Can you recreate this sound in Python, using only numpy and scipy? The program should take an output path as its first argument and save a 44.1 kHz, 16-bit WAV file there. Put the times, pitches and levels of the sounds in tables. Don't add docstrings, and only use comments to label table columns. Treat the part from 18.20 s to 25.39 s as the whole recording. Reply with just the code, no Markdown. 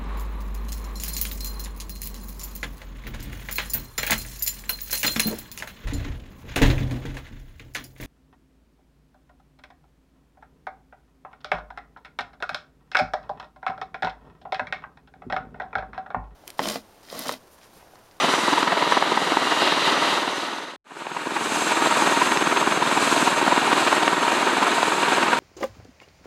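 import sys
import numpy as np
from scipy.fft import rfft, irfft, next_fast_len
from scipy.io import wavfile
from scipy.ndimage import uniform_filter1d

SR = 44100
rng = np.random.default_rng(int(sys.argv[2]) if len(sys.argv) > 2 else 0)


def put_to_file(sound):
    columns = np.atleast_2d(sound).T
    safe = np.clip(columns, -1, 1)
    whole_steps = np.round(safe * 32767)
    wavfile.write(sys.argv[1], SR, whole_steps.astype(np.int16))


N = 317079
TIME = np.arange(N) / SR
BIN_HZ = np.fft.rfftfreq(2 * next_fast_len(N // 2 + 1), 1 / SR)

# time in seconds, roar, exhaust and hiss in dB.
CARRY_A = [(0.03, -17.5, -25.5, -35.5), (0.19, -20, -29, -33), (0.40, -19, -28, -35),
           (0.47, -21, -32.5, -40.5), (0.66, -20, -28, -38), (0.73, -20, -27, -36.5),
           (0.86, -21.5, -29.5, -40.5), (1.02, -20.5, -29.5, -37.5), (1.24, -20, -29, -37),
           (1.38, -20, -27, -35.5), (1.44, -18, -22.5, -35), (1.56, -19.5, -25, -36.5),
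           (1.80, -18.5, -26.5, -36.5), (1.91, -18, -23.5, -34.5), (2.13, -20.5, -30, -37),
           (2.21, -20, -25.5, -34), (2.31, -20.5, -29.5, -38.5), (2.5, -21.5, -30.5, -40)]
# time in seconds, roar in dB, hiss in dB.
CARRY_B = [(2.8, -17.5, -33.5), (3.02, -19, -35), (3.38, -17.5, -27.5), (3.58, -18, -32),
           (3.82, -17.5, -30.5), (4.16, -20, -33.5), (4.24, -20.5, -35), (4.62, -19, -35),
           (4.84, -18.5, -30.5), (5.02, -18.5, -30), (5.17, -19, -33.5), (5.38, -18, -35),
           (5.62, -17, -31.5), (5.96, -20.5, -37), (6.1, -18, -33.5), (6.33, -19, -36.5),
           (6.64, -18.5, -32.5), (6.78, -19.5, -35.5), (6.92, -16.5, -33), (7.15, -20, -37.5)]
# frequency in Hz, level in dB.
ROAR_SPECTRUM_A = [(120, -26), (200, -19), (320, -13.5), (520, -12), (950, -15), (1300, -10.5),
                   (1750, -17.5), (1980, -15.5), (2150, -20), (3000, -20), (3950, -20), (5500, -33),
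                   (6700, -34), (9000, -39), (12000, -48), (15500, -65)]
ROAR_SPECTRUM_B = [(120, -21), (200, -13), (320, -7.5), (520, -10), (950, -7.5), (1650, -8.5), (2030, -17),
                   (2280, -13.5), (2600, -16.5), (3080, -19.5), (3450, -19.5), (4150, -20.5), (4550, -26),
                   (5500, -35), (6600, -33), (7000, -33), (7700, -31), (11000, -44), (13000, -51.5),
                   (15500, -61)]
# delay in seconds, gain, treble wash-out frequency in Hz.
NEAR_ECHOES_A = [(0.001024, 0.22, 9000), (0.0032, 0.13, 2520)]
NEAR_ECHOES_B = [(0.00078, 0.078, 9000), (0.0031, 0.1, 2000)]
# harmonic number, level in dB.
FAN_HARMONICS_A = [(1, -17), (2, -23), (3, -32), (4, -33)]
FAN_HARMONICS_B = [(1, -4.5), (2, -10.5), (3, -14)]
# time in seconds, pitch in Hz.
WHINE_PITCH_A = [(0, 5920), (.6, 5925), (1.25, 5980), (1.6, 6030), (2.17, 6150), (2.56, 6245)]
# time in seconds, level in dB.
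WHINE_SWELL_A = [(0, -7), (.2, -12.5), (.42, -14), (.6, -18), (.78, -9.5), (1.0, -14), (1.45, -24),
                 (1.77, -8), (2.03, -21), (2.16, -10), (2.27, -10.5), (2.39, -2), (2.52, -11)]
WHINE_PITCHES_B = [6394, 7557, 12789, 13949]
# level in dB, haze in dB against the tone.
WHINE_MIX_B = [(3.5, -1), (-1, -9), (-18.5, 0), (-25.5, -2)]
# time in seconds, fan, lower whine and upper whine in dB.
TONE_SWELL_B = [(2.8, -34, -47, -54), (3.1, -29.5, -54, -54), (3.38, -28, -41, -40), (3.6, -25.5, -48, -43),
                (4.05, -25, -45, -48), (4.4, -33.5, -44, -44), (4.7, -29.5, -51, -52), (5.0, -26, -42, -42),
                (5.25, -30, -48, -47), (5.5, -25.5, -56, -50), (5.85, -26.5, -50, -49),
                (6.3, -30.5, -50, -52), (6.65, -29.5, -49, -44), (7.1, -28.5, -55, -53)]
# frequency in Hz, level in dB.
RUMBLE_SPECTRUM = [(10, 1), (30, -9.5), (90, -9), (160, -26), (500, -65), (2000, -100)]
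# time in seconds, blade passes per second.
BLADE_RATE_A = [(0.0, 20.699), (0.4, 20.592), (0.8, 20.119), (1.3, 19.917), (2.0, 19.771), (2.56, 19.697)]
# frequency in Hz, level in dB.
SWISH_SPECTRUM_A = [(120, -40), (200, -11), (320, -3.5), (520, -4.5), (950, -0.5), (1500, -6.5),
                    (2400, -16), (4000, -19.5), (7700, -42), (15500, -69.5)]
SWISH_SPECTRUM_B = [(120, -24), (200, -6.5), (320, -5), (520, -6), (950, 2.5), (1600, -7), (2050, -10.5),
                    (2600, -11), (4000, -21), (7700, -38.5), (15500, -70)]
# delay in seconds, width in seconds, level in dB.
BLADE_BURSTS_A = [(0.0007, 0.0042, 0), (.008, 0.0026, -13.5)]
BLADE_BURSTS_B = [(0.00059, 0.0032, -1.15), (-0.0109, 0.0024, -2.5)]
# frequency in Hz, level in dB.
THUMP_SPECTRUM = [(40, -26), (60, 2.5), (80, -21), (100, -2), (120, 4.5), (140, -0.5), (180, 0.5), (240, 0),
                  (320, 5), (420, 0), (900, -21), (3000, -59)]
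# time in seconds, level in dB.
THUMP_SWELL_B = [(2.9, -12), (3.35, -13.5), (3.95, -14), (4.4, -12), (4.8, -10), (5.4, -13.5), (6.1, -16.5),
                 (7.1, -14.5)]
# time in seconds, level in dB, width in seconds, snap in dB.
BLADE_SLAPS = [(0.1395, -11, 0.0008, -11), (0.284, -19, 0.002, -5.0), (0.331, -20.5, 0.0038, -5.0),
               (0.382, -16, 0.0023, -6), (0.43, -10, 0.00087, -3), (0.478, -19, 0.0024, -1),
               (0.525, -17.5, 0.003, 0), (0.576, -16.5, 0.0017, -3), (0.626, -18, 0.0019, -4.0),
               (0.7236, -9.5, 0.0011, -4), (0.774, -12, 0.002, -8), (0.8255, -13.5, 0.0011, -6),
               (0.9204, -18, 0.001, -4.0), (0.9763, -14.5, 0.0018, -3.0), (1.1215, -16.5, 0.001, 2),
               (1.1715, -11.5, 0.001, -1), (1.4759, -15, 0.0007, 7.0), (2.0793, -15, 0.00068, -3),
               (2.7186, -14, 0.0017, -5.0), (2.869, -12.5, 0.0014, -4), (2.918, -14, 0.0012, -6),
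               (2.9694, -12, 0.0021, -6), (3.0712, -15, 0.0014, -5.0), (3.168, -13.5, 0.0027, 1),
               (3.5212, -14, 0.0012, -3.0), (3.6726, -12, 0.00076, -2), (4.0201, -13.5, 0.0026, -2),
               (4.1214, -18, 0.0033, 4), (4.1728, -16, 0.0008, 6.5), (4.2243, -17, 0.0023, 3.0),
               (4.27, -21.5, 0.0026, 1.0), (4.3727, -18.5, 0.0024, 6.5), (4.428, -18, 0.0015, -10),
               (4.477, -21, 0.0013, -5), (4.6262, -13.5, 0.001, -6), (4.7765, -16.5, 0.003, -4.0),
               (5.026, -13.0, 0.00088, -4), (5.0784, -14, 0.0014, -7), (5.182, -19, 0.0015, -5.0),
               (5.2815, -18.5, 0.0029, -5.0), (5.325, -15.5, 0.0035, -7), (5.3783, -14.5, 0.0023, -4.0),
               (5.532, -18, 0.0008, -5.0), (5.678, -21, 0.0032, 8), (5.729, -12.5, 0.0017, -4.0),
               (5.8326, -15.5, 0.0017, 4), (5.88, -9.5, 0.0008, -3), (5.9334, -15.0, 0.0012, -8),
               (6.082, -17, 0.0018, 0), (6.273, -15, 0.0022, -5.0), (6.428, -14.5, 0.0015, -3),
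               (6.6307, -11, 0.00075, 2), (6.9838, -14, 0.0014, -4), (7.03, -18.5, 0.002, 5),
               (7.133, -15.5, 0.0037, -1)]
# peak time in seconds, width in seconds, pitch in Hz, level in dB.
BRIEF_WHISTLES = [(0.29, 0.07, 3870, -43), (1.52, 0.22, 2805, -36.5), (1.63, 0.1, 5640, -50),
                  (2.3, 0.18, 1472, -35), (5.25, 0.2, 1494, -36.5)]


def from_db(db):
    return 10 ** (np.asarray(db) / 20)


def rms_one(x):
    return x / np.sqrt(np.mean(x ** 2) + 1e-20)


def even(x, samples):
    return x / np.sqrt(uniform_filter1d(x ** 2, size=samples) + 1e-9)


def in_time(rows):
    times, *columns = np.transpose(rows)
    return [np.interp(TIME, times, column) for column in columns]


def filtered(x, gain):
    size = 2 * (len(BIN_HZ) - 1)
    return irfft(rfft(x, size) * gain, size)[:N]


def colour(points):
    hz, db = np.transpose(points)
    return from_db(np.interp(np.log(BIN_HZ + 1), np.log(hz), db))


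def below(hz, steepness):
    return 1 / (1 + (BIN_HZ / hz) ** steepness)


def resonance(hz, width_hz, db):
    return 1 + (from_db(db) - 1) / (1 + ((BIN_HZ - hz) / width_hz) ** 2)


def noise(spectrum):
    return rms_one(filtered(rng.standard_normal(N), spectrum))


def drift(rate_hz):
    return noise(below(rate_hz, 4))


def bursts(times, widths_s, gains):
    power = np.zeros(N)
    for peak, width, gain in zip(times, widths_s, gains):
        near = slice(*np.searchsorted(TIME, [peak - 4 * width, peak + 4 * width]))
        power[near] += gain ** 2 * np.exp(-.5 * ((TIME[near] - peak) / width) ** 2)
    return power


def tone(hz, waver, scatter_rad, scatter_hz):
    phase = 2 * np.pi * np.cumsum(hz * np.ones(N)) / SR + scatter_rad * drift(scatter_hz)
    return rms_one(np.sin(phase) * (1 + waver * np.tanh(drift(9))))


def echo_comb(echoes):
    reflected = sum(gain * np.exp(-BIN_HZ / wash_hz - 2j * np.pi * BIN_HZ * delay_s)
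                    for delay_s, gain, wash_hz in echoes)
    return np.abs(1 + reflected)


def turbines(spectrum, gains, trims_db, flutter_db):
    roar_band, under_hiss = below(2300, 12), below(5300, 12)
    bands = [roar_band, (1 - roar_band) * under_hiss, 1 - under_hiss]
    gusts = .35 * drift(16)
    sound = np.zeros(N)
    for band, gain, trim_db in zip(bands, gains, trims_db):
        rush = noise(spectrum * np.sqrt(band))
        flutter = gusts + .37 * drift(45)
        sound += gain * rush * from_db(trim_db + flutter_db * flutter)
    return sound


def tail_fan(blade_rate, harmonics, **churn):
    hz = 46.88 * blade_rate
    return sum(from_db(db) * tone(number * hz, **churn) for number, db in harmonics)


def whine(hz, haze_db):
    carrier = np.exp(2j * np.pi * np.cumsum(hz * np.ones(N)) / SR)
    direct = 1 + .35 * (drift(16) + 1j * drift(16))
    haze = from_db(haze_db) * (drift(74) + 1j * drift(70))
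    flare = from_db(3 * np.tanh(drift(11)))
    return rms_one(np.real(carrier * (direct + haze)) * flare)


def low_rumble(fade):
    return from_db(-78) * np.maximum(fade, .2) * noise(colour(RUMBLE_SPECTRUM))


def blade_passes(blade_rate, first_s):
    count = np.cumsum(blade_rate) / SR
    count -= np.interp(first_s, TIME, count)
    return np.interp(np.arange(int(count[-1]) + 1), count, TIME)


def blade_swish(passes, pattern, spectrum, uneven_db, jitter_s):
    power = np.zeros(N)
    for delay_s, width_s, level_db in pattern:
        late, loud, wide = np.tanh(rng.standard_normal((len(passes), 3))).T
        times = passes + delay_s + jitter_s * late
        power += bursts(times, width_s * np.exp(.052 * wide), from_db(level_db + uneven_db * loud))
    return np.sqrt(power) * even(noise(spectrum), samples=900)


def blade_thump(passes, lead_s, lead_db, uneven_db=1.5, ring_hz=268, ring_q=1.35):
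    clicks = np.zeros(N)
    for times, level_db in (passes, 0), (passes - lead_s, lead_db):
        at = np.clip((times * SR).astype(int), 0, N - 1)
        clicks[at] += from_db(level_db + uneven_db * rng.standard_normal(len(passes)))
    ratio = BIN_HZ / ring_hz
    pole = 1 - ratio ** 2 + 1j * ratio / ring_q
    all_pass = np.conj(pole) / pole
    return rms_one(filtered(clicks, colour(THUMP_SPECTRUM) * all_pass))


def blade_slaps(spectrum, level_db, snap_db, dull_hz):
    times, db, widths_s, own_snap_db = np.transpose(BLADE_SLAPS)
    rush = even(noise(spectrum), samples=120)
    body = rush * np.sqrt(bursts(times, widths_s, from_db(db + level_db)))
    snap = rush * np.sqrt(bursts(times, widths_s, from_db(db + level_db + snap_db + own_snap_db)))
    body_band = below(1900, 6)
    ring = resonance(hz=971, width_hz=33, db=7)
    distance = 1 / np.hypot(1, BIN_HZ / dull_hz)
    return filtered(body, ring * body_band) + filtered(snap, (1 - body_band) * distance)


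def first_helicopter():
    blade_rate, = in_time(BLADE_RATE_A)
    roar, exhaust, hiss = from_db(in_time(CARRY_A))
    passes = blade_passes(blade_rate, first_s=.0424)
    comb = echo_comb(NEAR_ECHOES_A)
    air = colour(SWISH_SPECTRUM_A) * comb
    swish = blade_swish(passes, BLADE_BURSTS_A, air, uneven_db=2, jitter_s=.00061)
    thump = from_db(-14) * blade_thump(passes - .0005, lead_s=.0069, lead_db=-7)
    softening = from_db(-.8 - 3.5 * np.maximum(TIME - 1.45, 0))
    slaps = blade_slaps(air, level_db=-.5, snap_db=3.5, dull_hz=7500)
    engines = turbines(colour(ROAR_SPECTRUM_A) * comb, [roar, exhaust, hiss],
                       trims_db=[-5, -1, -1.03], flutter_db=1.8)
    fan = tail_fan(blade_rate, FAN_HARMONICS_A, waver=.39, scatter_rad=1, scatter_hz=23)
    whine_hz, = in_time(WHINE_PITCH_A)
    whine_db, = in_time(WHINE_SWELL_A)
    compressor = from_db(whine_db) * whine(whine_hz, haze_db=-16)
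    return roar * (softening * (swish + thump) + fan) + slaps + engines + hiss * compressor


def whistles():
    sound = np.zeros(N)
    for peak_s, width_s, hz, db in BRIEF_WHISTLES:
        swell = np.sqrt(bursts([peak_s], [width_s], [from_db(db)]))
        sound += swell * tone(hz, waver=.3, scatter_rad=.45, scatter_hz=12)
    return sound


def second_helicopter():
    blade_rate = np.full(N, 19.938)
    roar_db, hiss_db = in_time(CARRY_B)
    _, mean_roar_db, mean_hiss_db = np.mean(CARRY_B, axis=0)
    exhaust_db = -30 + .86 * (roar_db - mean_roar_db) + .3 * (hiss_db - mean_hiss_db)
    roar, exhaust, hiss = from_db([roar_db, exhaust_db, hiss_db])
    passes = blade_passes(blade_rate, first_s=.0117)
    comb = echo_comb(NEAR_ECHOES_B)
    hollow_ring = resonance(hz=326, width_hz=18, db=5)
    air = colour(SWISH_SPECTRUM_B) * comb * hollow_ring
    swish = blade_swish(passes, BLADE_BURSTS_B, air, uneven_db=3.6, jitter_s=.00096)
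    thump_gain, = from_db(in_time(THUMP_SWELL_B))
    thump = thump_gain * blade_thump(passes - .001, lead_s=.0075, lead_db=-9)
    slaps = blade_slaps(air, level_db=-.34, snap_db=2.5, dull_hz=7000)
    engines = turbines(colour(ROAR_SPECTRUM_B) * comb, [roar, exhaust, hiss],
                       trims_db=[-5.5, .03, -1.6], flutter_db=2)
    fan_gain, lower, upper = from_db(in_time(TONE_SWELL_B))
    fan = fan_gain * tail_fan(blade_rate, FAN_HARMONICS_B, waver=.5, scatter_rad=.6, scatter_hz=9)
    whine_gains = [lower, upper, lower, np.sqrt(lower * upper)]
    compressors = sum(gain * from_db(db) * whine(hz, haze_db)
                      for gain, hz, (db, haze_db) in zip(whine_gains, WHINE_PITCHES_B, WHINE_MIX_B))
    return roar * (swish + thump) + slaps + engines + fan + compressors


def scene():
    fade_out = np.interp(TIME, [1.74, 2.618], [1, 0]) ** .7 * (TIME < 2.562)
    fade_in = np.interp(TIME, [2.64, 3.79], [0, 1]) * (TIME > 2.644)
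    either = fade_out + fade_in
    apron = first_helicopter() * fade_out + second_helicopter() * fade_in + whistles() * either
    bass_cut = 1 - .9 * below(145, 10)
    return (filtered(apron, bass_cut) + low_rumble(either))[None]


def record(dry):
    return filtered(dry[0], below(hz=15650, steepness=800))[None]


dry = scene()
out = record(dry)
put_to_file(out)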